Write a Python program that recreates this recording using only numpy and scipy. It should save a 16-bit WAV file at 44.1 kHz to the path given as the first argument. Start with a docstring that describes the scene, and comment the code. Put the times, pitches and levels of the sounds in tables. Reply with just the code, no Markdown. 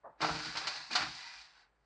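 """Pulling out a copier's paper tray

A plastic tray is drawn from an office copier, heard from just above in a small, quiet room.
The handle shifts and the latch lets go with a clatter. The tray rubs along its rails, knocks over
their joints, clunks against the stop and creeps out the last bit. Impacts and friction excite
the resonances of the plastic, and the hollow cabinet booms underneath."""
import sys
import numpy as np
from scipy import signal
from scipy.fft import rfft, irfft
from scipy.io import wavfile

SR = 44100
rng = np.random.default_rng(int(sys.argv[2]) if len(sys.argv) > 2 else 0)


def int16_out(signal):
    """Quantize to a 16-bit WAV file."""
    q = np.round(np.clip(np.atleast_2d(signal).T, -1, 1) * 32767)
    wavfile.write(sys.argv[1], SR, q.astype(np.int16))


N = 81585
TREBLE_HZ, CUTOFF_HZ = 2800, 9700   # where the treble begins and ends


def from_db(db):
    """Decibels are logarithmic: 20 dB is a tenfold amplitude."""
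    return 10 ** (np.asarray(db) / 20)


def rms_one(x):
    """Normalisation to unit mean power."""
    return x / np.sqrt(np.mean(x ** 2) + 1e-20)


def seconds():
    """Uniform sampling: the time of each sample."""
    return np.arange(N) / SR


def decay(t60):
    """Damping: an exponential fall of 60 dB in t60 seconds."""
    return from_db(-60 * seconds() / t60)


def add(out, start, x):
    """Superposition: x joins out from start seconds on."""
    i = max(int(start * SR), 0)
    out[i:] += x[:N - i]


def response(points, size=4096):
    """Minimum phase: folding the cepstrum turns a spectrum into a causal impulse response."""
    hz, db = np.transpose(points)
    f = np.maximum(np.arange(size // 2 + 1) * SR / size, 1)
    rolloff_db = 40 * np.log10(np.maximum(f / CUTOFF_HZ, 1))
    level = np.interp(np.log(f), np.log(hz), db) - rolloff_db
    cepstrum = irfft(np.log(from_db(level)))
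    cepstrum[1:size // 2] *= 2
    cepstrum[size // 2 + 1:] = 0
    return irfft(np.exp(rfft(cepstrum)))


def colour(x, points):
    """Convolution with a unit-energy response shapes white sound and keeps its power."""
    h = response(points)
    return signal.fftconvolve(x, h / np.linalg.norm(h))[:N]


def shelf(x, hz, db, side):
    """A shelving filter raises or lowers everything on one side of hz."""
    spread = from_db(db / 4) ** (1 if side == "low" else -1)
    roots = 2 * np.pi * hz * np.exp(np.array([3j, -3j]) * np.pi / 4)   # Butterworth pair
    top_gain = 1 if side == "low" else from_db(db)
    z, p, k = signal.bilinear_zpk(roots * spread, roots / spread, top_gain, SR)
    return signal.lfilter(*signal.zpk2tf(z, p, k), x)


def ring(hz, t60):
    """Free vibration: a struck mode is a damped sine."""
    return decay(t60) * np.sin(2 * np.pi * hz * seconds())


def resonance(x, hz, width):
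    """Forced vibration: a resonator passes a band around hz with peak gain 1."""
    r = np.exp(-np.pi * width / SR)
    feedback = [1, -2 * r * np.cos(2 * np.pi * hz / SR), r * r]
    return signal.lfilter(np.array([1, 0, -1]) * (1 - r * r) / 2, feedback, x)


def drift(hz):
    """Low-passed noise is a slow random fluctuation, here of rms 1."""
    return rms_one(signal.sosfilt(signal.butter(2, hz, fs=SR, output="sos"), rng.standard_normal(N)))


def blow(t60, rise_s):
    """An impact's envelope: the crack, the plastic's ring and the room's reverberation add in power."""
    rise = 1 - np.exp(-seconds() / rise_s)
    crack = from_db(2.5) * np.exp(-seconds() / 0.0019)
    room_tail = from_db(-13.5) * decay(t60=0.54)
    return rise * np.sqrt(crack ** 2 + decay(t60) ** 2 + room_tail ** 2)


def room_tone():
    """Stationary noise gives the office its low hum and faint hiss."""
    # The background spectrum. 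Each row: frequency in Hz, relative density in dB.
    spectrum = [(25, -19.5), (38, -10), (50, 9.5), (65, -10.5), (90, -29), (120, -11), (250, -16.5),
                (500, -12.5), (1500, -18), (2500, -29), (5000, -37.5), (9000, -37)]
    return from_db(-78) * colour(rng.standard_normal(N), spectrum)


def cabinet(rise_s=0.012, detune=0.011):
    """Panel vibration: each jolt from the tray's weight makes the cabinet's modes boom and rumble."""
    # The jolts. Each row: start in seconds, level in dB, bias of deepest mode over highest in dB.
    jolts = [(0.056, -71.5, 5), (0.22, -41, -31.5), (.298, -41.5, 2.5), (0.349, -49, 5.5),
             (0.462, -51.5, 1), (.54, -56.5, 3.5), (.635, -58, 0.5), (0.786, -66, -6.5), (0.901, -65, -19),
             (0.996, -53, 6), (1.06, -51.5, 2), (1.11, -67, 11), (1.344, -84, 20.5)]
    # The cabinet's modes. Each row: frequency in Hz, relative level in dB, T60 in seconds.
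    modes = [(51, -5.5, 0.29), (70, -6.5, .25), (114, -1.5, 0.18), (160.7, 4.5, 0.23)]
    # The loose panels' spectrum. Each row: frequency in Hz, relative density in dB.
    rumble = [(40, -15), (75, -11.5), (130, 4.5), (200, -6), (300, 2.5), (380, -11.5), (700, -38.5)]
    boom, shudder, t = np.zeros(N), np.zeros(N), seconds()
    swing = 1 - np.exp(-t / rise_s)
    for (hz, mode_db, t60), depth in zip(modes, np.linspace(1, 0, len(modes))):
        envelope = swing * decay(t60)
        for start, db, deep_db in jolts:
            pitch = hz * (1 + detune * rng.standard_normal())
            tone = np.sin(2 * np.pi * (pitch * t + rng.random()))
            add(boom, start, from_db(db + mode_db + depth * deep_db) * envelope * tone)
    envelope = from_db(-2) * swing * decay(t60=0.25)
    for start, db, _ in jolts:
        add(shudder, start, from_db(db) * envelope * rng.standard_normal(N))
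    return boom + colour(shudder, rumble)


def handle():
    """Soft impacts excite the handle's resonance as the fingers take up its play."""
    # The dull taps. Each row: start in seconds, level in dB.
    taps = [(0.034, -60), (0.0424, -50.5), (.054, -49.5), (.064, -54), (0.074, -54), (.101, -63.5)]
    # The handle's spectrum. Each row: frequency in Hz, relative density in dB.
    spectrum = [(50, -23.5), (150, -7), (400, -7.5), (600, 6.5), (900, 0.5), (1150, 1.5), (1500, -11.5),
                (1800, -9), (2150, -35), (3000, -63)]
    bursts, envelope = np.zeros(N), blow(t60=0.15, rise_s=0.001)
    for start, db in taps:
        add(bursts, start, from_db(db) * envelope * rng.standard_normal(N))
    body = colour(bursts, spectrum)
    return body + from_db(2.5) * resonance(body, hz=876, width=22)


def singing():
    """Friction drives single resonances, which swell and fade as the tray passes."""
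    # The swells. Each row: middle and length in seconds, frequency and bandwidth in Hz, level in dB.
    swells = [(0.329, 0.3, 311, 7.5, -50.5), (0.438, 0.23, 1455, 130, -50.5), (.64, 0.32, 426, 600, -57.5),
              (0.8, 0.18, 4190, 320, -53.5), (0.926, 0.051, 2466, 150, -46), (.93, 0.077, 234, 90, -55.5),
              (1.276, 0.22, 939, 33, -62.5), (1.27, 0.31, 1985, 89, -58), (1.314, .26, 2425, 70, -59),
              (1.294, 0.32, 4875, 47, -63), (1.296, .28, 1590, 280, -60), (1.575, 0.26, 1527, 54, -74.5)]
    out = np.zeros(N)
    for middle, length, hz, width, db in swells:
        swell = np.cos(np.pi * np.clip((seconds() - middle) / length, -.5, .5))
        band = resonance(rng.standard_normal(N), hz, width)
        out += from_db(db) * swell * rms_one(resonance(band, hz, 2 * width))
    return out


def slide(slips_per_s=1200, slip_spread_db=2, rub_db=2, judder_db=0.52):
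    """Stick-slip friction: tiny slips and smooth rubbing set the rails ringing."""
    # The course of the pull. Each row: time in seconds, level in dB, treble gain in dB.
    pull = [(.17, -80, -21), (0.223, -42.5, 5.5), (0.329, -51.5, 12), (.405, -41.5, 0.5),
            (.425, -51.5, 9.5), (0.461, -44, 4), (.54, -48.5, 4), (0.601, -44, 0), (.66, -40.5, -4.5),
            (0.771, -46.5, 2.5), (.82, -50.5, 2), (0.899, -56, 4.5), (0.924, -46.5, 7.5),
            (1.02, -33.5, -10), (1.11, -51, 4.5), (1.19, -52, 6), (1.341, -55.5, 5), (1.42, -59.5, 7.5),
            (1.50, -64, 1), (1.62, -63, -2.5), (1.71, -78.5, -19.5), (1.85, -84.5, -2)]
    # The rails' broad spectrum. Each row: frequency in Hz, relative density in dB.
    spectrum = [(60, -29.5), (150, -7.5), (220, -20.5), (310, -7), (375, -34), (520, -16), (760, 1),
                (1140, 2), (1450, 1), (2360, 1), (3250, -4.5), (4000, -1), (4600, 0.5), (5600, -6),
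                (7000, -15), (9000, -26.5)]
    # The rails' resonances. Each row: frequency in Hz, bandwidth in Hz, gain in dB.
    modes = [(775, 13, -1), (924, 7.3, -8), (1424, 15, 2.5), (1667, 48, 0.5), (1958, 6.7, 7.5),
             (2415, 8.6, -3.5), (3914, 22, 1), (4040, 34, -5.5), (4490, 55, 0.5), (4720, 30, 1),
             (4920, 28, 4)]
    # The half-open tray hollows the rubbing with a notch. Each row: time in seconds, depth from 0 to 1.
    hollow = [(.70, 0), (.78, .6), (.89, .7), (.95, 0)]
    t = seconds()
    sizes = from_db(slip_spread_db * np.minimum(rng.exponential(1, N), 4)) * rng.choice([-1, 1], N)
    slips = rms_one(sizes * (rng.random(N) < slips_per_s / SR))
    friction = rms_one(slips + from_db(rub_db) * rng.standard_normal(N))
    judder = from_db(judder_db * drift(hz=45))
    rub = colour(friction * judder, spectrum)
    rub = rms_one(rub + sum(from_db(db) * resonance(rub, hz, width) for hz, width, db in modes))
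    rub -= np.interp(t, *np.transpose(hollow)) * resonance(rub, hz=3180, width=510)
    times, level_db, treble_db = np.transpose(pull)
    low = signal.sosfiltfilt(signal.butter(2, TREBLE_HZ, fs=SR, output="sos"), rub)
    treble = from_db(np.interp(t, times, treble_db)) * (rub - low)
    return from_db(np.interp(t, times, level_db)) * (low + treble)


def end_stop(start=0.953):
    """Impulse excitation: the stop's modes ring briefly when the tray runs into it."""
    # The stop's modes. Each row: frequency in Hz, level in dB, T60 in seconds.
    modes = [(735, -37, 0.31), (1028, -46.5, 0.32), (2925, -40, 0.19), (3900, -41, .12), (4080, -37.5, .12),
             (4460, -37.5, .13), (4710, -28, .12)]
    out = np.zeros(N)
    add(out, start, sum(from_db(db) * ring(hz, t60) for hz, db, t60 in modes))
    return out


def knocks(bass_hz=450):
    """Modal response to impact: the shell's dense modes merge into noise while a few ring as tones."""
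    # The tray's hard contacts. Each row: start in seconds, level in dB, treble gain in dB,
    # bass gain in dB, rise time in seconds.
    contacts = [(0.2054, -34.5, -4.5, 5.5, 0.0034), (.2145, -28, -3.5, -10, 0.0016),
                (.2255, -23, -25.5, -2, 0.0053), (.2355, -33, -15, -1.5, 0.0022),
                (.2445, -23.5, -18, -7.5, 0.0015), (.2845, -28.5, -25.5, -2.5, 0.0022),
                (.293, -31, -25, 2.5, 0.0015), (.304, -34.5, -25, -2, 0.0017), (.351, -37, 0.5, 9, 0.0052),
                (.386, -50, 7, 9, 0.0049), (.445, -48.5, 11.5, -3.5, 0.0051), (.465, -46, 5.5, 13.5, 0.003),
                (.553, -33.5, -1.5, -7.5, 0.0036), (.569, -35.5, 9.5, -13, 0.0033),
                (.6705, -39, 10, -7, 0.00075), (.676, -38, 9.5, -3.5, 0.0017), (.758, -45, 8.5, -2, 0.0031),
                (.908, -38.5, 3.5, -1, 0.0055), (.929, -43.5, 12, -3, .004), (0.9516, -31, 3.5, -14, .002),
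                (.955, -27.5, 4.5, -12.5, 0.00091), (.963, -33.5, 5.5, -15, .002),
                (.977, -32.5, -9.5, -2.5, 0.0017), (.991, -40.5, 3, 12.5, 0.0016),
                (1.006, -39, 2.5, -3, 0.0024), (1.019, -43.5, 6, -15, .003),
                (1.030, -38.5, -13, 6, 0.00067), (1.065, -50.5, -2, 11.5, 0.0016),
                (1.148, -57.5, 15.5, 4, 0.0011)]
    # The spectrum of struck plastic. Each row: frequency in Hz, relative density in dB.
    shell = [(60, -27), (140, -6), (250, -7.5), (320, -7), (375, -8), (440, -6), (520, -14), (720, 2),
             (1000, 2.5), (1500, -1), (2400, -0.5), (3300, -5), (4500, 2), (5600, -8), (7500, -19.5),
             (9000, -30)]
    # The tray's distinct modes. Each row: frequency in Hz, relative level in dB, T60 in seconds.
    modes = [(311, -19, 0.27), (456.2, -27, 0.49), (601.4, -16.5, 0.13), (720.3, -18, 0.25),
             (794, -34.5, 0.75), (921, -19, 0.21), (1178, -15, 0.13), (1266, -20, 0.081),
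             (1341, -8.5, 0.086), (1428, -16.5, .22), (1550.3, -12, 0.16), (1961, -23, .3), (2432, -22, .3),
             (4522, -22, 0.09)]
    out = np.zeros(N)
    rings = np.array([from_db(db) * ring(hz, t60) for hz, db, t60 in modes])
    for start, db, treble_db, bass_db, rise_s in contacts:
        strengths = from_db(2 * rng.standard_normal(len(modes))) * rng.choice([-1, 1], len(modes))
        shake = blow(t60=0.089, rise_s=rise_s) * rng.standard_normal(N)
        hit = colour(shake, shell) + strengths @ rings
        hit = shelf(hit, TREBLE_HZ, treble_db, "high")   # the contact's hardness
        hit = shelf(hit, bass_hz, bass_db, "low")   # its weight
        add(out, start, from_db(db) * hit)
    return out


def scene():
    """Mid-side stereo: the tray is straight ahead; a faint independent copy makes the two channels differ
    slightly, most in the treble."""
    # The side filter. 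Each row: frequency in Hz, gain into the side signal in dB.
    width = [(60, -12), (250, -10), (1000, -26.5), (2000, -45.5), (4000, -33.5), (5500, -20), (8000, -2.5)]
    mid = handle() + knocks() + end_stop() + cabinet() + slide() + singing() + room_tone()
    second_draw = from_db(-17.5) * knocks() + slide() + room_tone()
    side = signal.fftconvolve(second_draw, response(width))[:N]
    return np.array([mid + side, mid - side])


def record(dry, low_cut_hz=42):
    """Band limiting: the microphone loses the deepest bass, and the top is cut steeply."""
    thin = signal.sosfilt(signal.butter(4, low_cut_hz, "high", fs=SR, output="sos"), dry)
    return signal.sosfilt(signal.cheby2(16, 60, CUTOFF_HZ, fs=SR, output="sos"), thin)


dry = scene()
out = record(dry)
int16_out(out)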